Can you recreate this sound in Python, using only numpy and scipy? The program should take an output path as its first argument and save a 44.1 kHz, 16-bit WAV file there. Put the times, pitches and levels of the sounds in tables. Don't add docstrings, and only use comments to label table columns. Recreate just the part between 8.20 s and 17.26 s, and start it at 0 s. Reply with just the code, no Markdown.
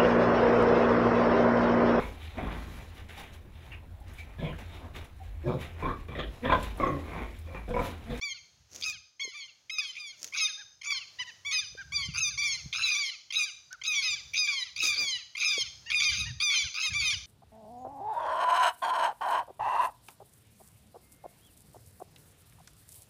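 import sys
import numpy as np
from scipy import signal
from scipy.fft import rfft, irfft, next_fast_len
from scipy.io import wavfile
from scipy.ndimage import uniform_filter1d, map_coordinates

SR = 44100
rng = np.random.default_rng(int(sys.argv[2]) if len(sys.argv) > 2 else 0)


def master_out(mix):
    frames = np.transpose(np.atleast_2d(mix))
    ceiling = np.clip(frames, -1, 1)
    pcm = np.round(ceiling * 32767).astype(np.int16)
    wavfile.write(sys.argv[1], SR, pcm)


N = 399546

# t/s, lead-in/s, fall/s, top pitch/Hz, level/dB
SCOLDS = [(0.012, 0.031, 0.1, 1184, -32.5), (0.621, 0.046, 0.059, 1276, -31.5),
          (1.003, 0.014, .1, 1131, -32), (1.131, 0.027, 0.12, 1188, -41), (1.496, 0.03, .2, 1304, -41.5),
          (1.583, 0.0031, 0.029, 1256, -29), (1.752, 0.054, 0.12, 1237, -40),
          (2.135, 0.079, 0.068, 1288, -28.5), (2.16, 0.017, 0.091, 1145, -28.5),
          (2.631, 0.048, 0.12, 1183, -29.5), (2.703, 0.0028, 0.039, 1165, -25.5),
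          (3.248, 0.022, 0.12, 1158, -30.5), (3.311, 0.032, 0.071, 1283, -29.5),
          (3.72, 0.031, .13, 1199, -29.5), (3.937, 0.077, 0.092, 1297, -29), (4.175, 0.026, .1, 1180, -28),
          (4.215, 0.03, 0.13, 1202, -27.5), (4.527, 0.11, 0.078, 1330, -27.5),
          (4.627, 0.094, 0.063, 1227, -26.5), (4.749, .035, 0.13, 1194, -26),
          (5.123, 0.047, 0.089, 1291, -27), (5.636, 0.046, 0.13, 1285, -30), (5.74, 0.034, 0.12, 1149, -28),
          (5.822, 0.036, .099, 1285, -29), (6.134, .06, .08, 1268, -26), (6.27, 0.022, .16, 1191, -27.5),
          (6.561, .07, .092, 1289, -29), (6.628, .051, 0.078, 1246, -25), (6.759, .039, .185, 1218, -28),
          (7.167, 0.087, .18, 1302, -29.5), (7.212, 0.051, 0.048, 1221, -23.5),
          (7.701, 0.055, 0.16, 1242, -24.5), (7.8, 0.056, 0.061, 1241, -18), (7.91, .09, 0.058, 1284, -33),
          (8.2, 0.039, 0.16, 1235, -23.5), (8.3, 0.061, 0.08, 1224, -23.5),
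          (8.541, 0.094, 0.07, 1301, -29.5), (8.733, 0.036, 0.13, 1189, -26.5),
          (8.799, 0.057, 0.068, 1260, -25.5)]


def amp(db):
    return 10 ** (np.asarray(db) / 20)


def unit(x):
    return x / np.sqrt(np.mean(x ** 2) + 1e-20)


def along(points, hz):
    f, v = np.transpose(points)
    return np.interp(np.log(hz + 1), np.log(f + 1), v)


def wobble(rate, size):
    knots = rng.standard_normal(int(size * rate / SR) + 4)
    return map_coordinates(knots, [np.arange(size) * rate / SR], mode="mirror")


def filtered(x, response):
    size = next_fast_len(len(x) + SR // 4)
    return irfft(rfft(x, size) * response(np.fft.rfftfreq(size, 1 / SR)), size)[:len(x)]


def noise(spectrum):
    return unit(filtered(rng.standard_normal(N), lambda hz: amp(along(spectrum, hz))))


def add(track, start, sound):
    part = track[max(round(start * SR), 0):][:len(sound)]
    part += sound[:len(part)]


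def clock(length):
    return np.arange(int(max(length, .01) * SR)) / SR


def gate(t, rise, fall):
    return np.clip(t / rise, 0, 1) * np.clip((t[-1] - t) / fall, 0, 1)


def calls(clear_rough=0.06, clearing_s=0.011, swell_db=-5, rasp_db=-2.5, dull_db=-3):
    out = np.zeros(N)
    for start, lead, length, top_hz, top_db in SCOLDS:
        end_hz, fade_db, bright_db = strained_note(length, top_hz)
        t = clock(lead + length)
        onset = np.clip(1 - t / lead, 0, 1)
        fall = np.clip((t - lead) / length, 0, 1)
        pitch = top_hz * (1 - onset ** 2 / 9) + (end_hz - top_hz) * fall
        rasp_depth = np.clip(lead / 0.0152 - 2, 0, 1)
        rasp = rasp_depth * np.clip((lead - t) / clearing_s, 0, 1)
        db = top_db - 1.5 + fade_db * fall + swell_db * onset ** 2 + rasp_db * rasp
        hoarse = np.minimum(clear_rough * amp(13.3 * wobble(18.8, len(t))), .5)
        voice = syrinx(pitch, hoarse + rasp, bright_db + dull_db * np.maximum(rasp, onset))
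        chop = 1 + rasp * (stutter(t) - 1)
        add(out, start, amp(db) * voice * chop * gate(t, 0.0026, 0.016))
    return out


def strained_note(length, top_hz, easy_hz=1145, strained_hz=1285, sag_hz_per_s=1520):
    fade_db = np.interp(top_hz, [easy_hz, strained_hz], [-10, -3.5])
    bright_db = np.interp(top_hz, [easy_hz, strained_hz], [-3.5, 5])
    return top_hz - sag_hz_per_s * length, fade_db, bright_db


def syrinx(pitch, rough, bright_db, chaos=0.027, waver=0.00595, fading_db=6, count=13):
    size = len(pitch)
    shaken = pitch * (1 + waver * wobble(68.2, size) + chaos * rough * wobble(915, size))
    phase = 2 * np.pi * np.cumsum(shaken) / SR
    spread = np.minimum(rough, 1) / np.sqrt(2)
    voice = np.zeros(size)
    for k in range(1, count + 1):
        knots = rng.standard_normal(size // 1100 + 2)
        drift = np.interp(np.linspace(0, len(knots) - 1, size), np.arange(len(knots)), knots)
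        db = bright_db * (k > 2) + fading_db / (1 + (k == 2)) * drift
        grain = np.sqrt(1 - spread ** 2) + spread * wobble(660, size)
        voice += amp(db) * grain * np.sin(k * phase + rng.uniform(0, 2 * np.pi))
    return np.sqrt(2) * voice


def stutter(t, first_hz=65, last_hz=115, depth_db=8):
    rate = np.interp(t, [0, .05], [first_hz, last_hz]) * amp(2.64 * wobble(87, len(t)))
    bursts = amp(-depth_db * (np.cumsum(rate) / SR % 1))
    return unit(uniform_filter1d(bursts, size=60))


def breaks(drop_db=-6, fade_db=-10):
    out, t = np.zeros(N), clock(.055)
    slide = t / t[-1]
    for start, lead, length, top_hz, top_db in SCOLDS:
        end_hz, faded_db, _ = strained_note(length, top_hz)
        voice = syrinx(end_hz * (.74 - .17 * slide), rough=.15, bright_db=-6, count=8)
        db = top_db + faded_db + drop_db + fade_db * slide
        add(out, start + lead + length, amp(db) * voice * gate(t, .002, .008))
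    return out


def yelps(gain_db=0.5):
    # t/s, length/s, top pitch/Hz, level/dB
    cues = [(2.373, 0.061, 849, -35.5), (2.985, 0.057, 1019, -32), (3.065, .05, 950, -37),
            (3.318, 0.047, 1003, -34), (3.571, 0.065, 811, -30), (5.505, 0.059, 762, -30.5),
            (7.658, 0.064, 949, -35), (8.052, 0.072, 952, -35), (8.625, 0.054, 1086, -31),
            (8.897, 0.059, 1120, -31.5)]
    out = np.zeros(N)
    for start, length, top_hz, db in cues:
        t = clock(length)
        pitch = top_hz * (1 - .65 * (t / t[-1] - .4) ** 2)
        voice = syrinx(pitch, rough=0.27, bright_db=-9 + 0.0917 * (top_hz - 1000), count=9)
        add(out, start, amp(db + gain_db) * voice * gate(t, 0.0094, 0.017))
    return out


def catches(pitch_hz=1060, gain_db=5):
    # t/s, level/dB
    cues = [(0.995, -36), (1.496, -31.5), (2.123, -38), (2.613, -36), (4.526, -28.5), (5.104, -32),
            (5.614, -35), (7.150, -30), (7.704, -32)]
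    out, t = np.zeros(N), clock(0.014)
    for start, db in cues:
        voice = syrinx(np.full(len(t), pitch_hz), rough=.5, bright_db=-9)
        add(out, start, amp(db + gain_db) * voice * gate(t, 0.0075, 0.011))
    return out


def throat(voice):
    # f/Hz, level/dB
    formants = [(500, -55.5), (1300, -22), (2000, -9), (2400, 0), (3000, -3.5), (3600, -10.5), (4200, -7),
                (5000, -8), (5600, -16), (6500, -10), (7300, -28), (8000, -46), (10000, -26.5),
                (12500, -54), (15300, -39)]
    return filtered(voice, lambda hz: amp(along(formants, hz)))


def trees(birds, predelay_s=.03, build_s=0.011):
    # f/Hz, t60/s
    decay = [(500, 0.67), (2400, 0.36), (6000, 0.67), (12000, 0.21)]
    hz, t, wash = signal.stft(rng.standard_normal(SR), SR, nperseg=256)
    envelope = amp(-60 * t / along(decay, hz)[:, None]) * (1 - np.exp(-t / build_s))
    tail = signal.istft(wash * envelope, SR, nperseg=256)[1]
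    out = np.zeros(N)
    add(out, predelay_s, signal.fftconvolve(birds, tail / np.linalg.norm(tail)))
    return out


def feet(snap_t60=0.013):
    # middle t/s, half length/s, grit level/dB, earth level/dB
    scuffs = [(0.577, 0.053, -47.5, -57), (0.682, 0.038, -42.5, -65), (2.055, 0.057, -49, -63),
              (6.661, 0.034, -29, -50), (6.816, 0.04, -42.5, -47.5)]
    # t/s, level/dB
    snaps = [(0.5614, -37), (0.612, -32.5), (0.6984, -30), (2.0303, -30), (2.0443, -27), (5.5287, -35.5)]
    # f/Hz, level/dB
    grit_eq = [(500, -24), (2500, -10.5), (4500, -5), (6500, 6), (8000, -15.5), (15500, -19)]
    now, t = np.arange(N) / SR, clock(.06)
    grit = unit(noise(grit_eq) * amp(4.3 * wobble(460, N)))
    earth = noise([(60, -33), (200, -4.5), (550, -3.5), (1000, -12.5), (2500, -10.5), (6000, -70)])
    out, snap_envelope = np.zeros(N), np.zeros(N)
    for middle, half, grit_db, earth_db in scuffs:
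        swell = np.exp(-((now - middle) / half) ** 2)
        out += swell * (amp(grit_db) * grit + amp(earth_db) * earth)
    for start, db in snaps:
        add(snap_envelope, start, amp(db - 60 * t / snap_t60))
    return out + snap_envelope * noise(grit_eq)


def thuds(ring_cycles=9):
    # t/s, level/dB, f/Hz
    cues = [(1.051, -51, 433), (1.076, -46.5, 407), (3.55, -47, 470), (3.886, -43, 155), (4.459, -45, 145),
            (6.636, -45.5, 304), (7.379, -33.5, 467)]
    out, t = np.zeros(N), clock(.06)
    for start, db, hz in cues:
        envelope = amp(db + 11.5 - 60 * t * hz / ring_cycles) * gate(t, 0.0023, .01)
        add(out, start, envelope * np.sin(2 * np.pi * hz * t))
    return out


def wind(gain_db=-1):
    # t/s, level/dB
    puffs = [(0.0, -71.5), (0.75, -61), (0.88, -85), (3.18, -70.5), (3.86, -48), (4.41, -59.5), (4.46, -49),
             (4.54, -72), (4.59, -50), (4.79, -86.5), (6.13, -62.5), (6.23, -81), (6.71, -57),
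             (7.24, -77.5), (7.42, -49), (7.55, -64), (8.1, -37.5), (8.38, -86), (8.45, -41), (8.58, -113),
             (8.73, -42), (9.06, -55)]
    # f/Hz, level/dB
    rumble_eq = [(25, -54), (60, 4), (130, 0.5), (250, -21.5), (600, -70)]
    force = amp(gain_db + np.interp(np.arange(N) / SR, *np.transpose(puffs)))
    return force * unit(noise(rumble_eq) * amp(3.2 * wobble(30, N)))


def air(level_db=-67):
    # f/Hz, level/dB
    hiss_eq = [(30, -29), (90, 3), (220, -8), (700, -6.5), (1050, -8), (1500, -7), (2400, -7.5),
               (6600, -2.5), (7800, -19), (15500, -25)]
    return noise(hiss_eq) * amp(level_db + 3 * wobble(3, N))


def scene(echo_db=-15.5):
    birds = throat(calls() + breaks() + yelps() + catches())
    return birds + amp(echo_db) * trees(birds) + feet() + thuds() + wind() + air()


def record(dry, knee_db=-25.5, window_s=0.023, top_hz=15850):
    power = np.abs(uniform_filter1d(dry ** 2, int(window_s * SR)))
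    held = dry / np.sqrt(np.hypot(1, power / amp(knee_db) ** 2))
    return filtered(held, lambda hz: hz < top_hz)


dry = scene()
out = record(dry)
master_out(out)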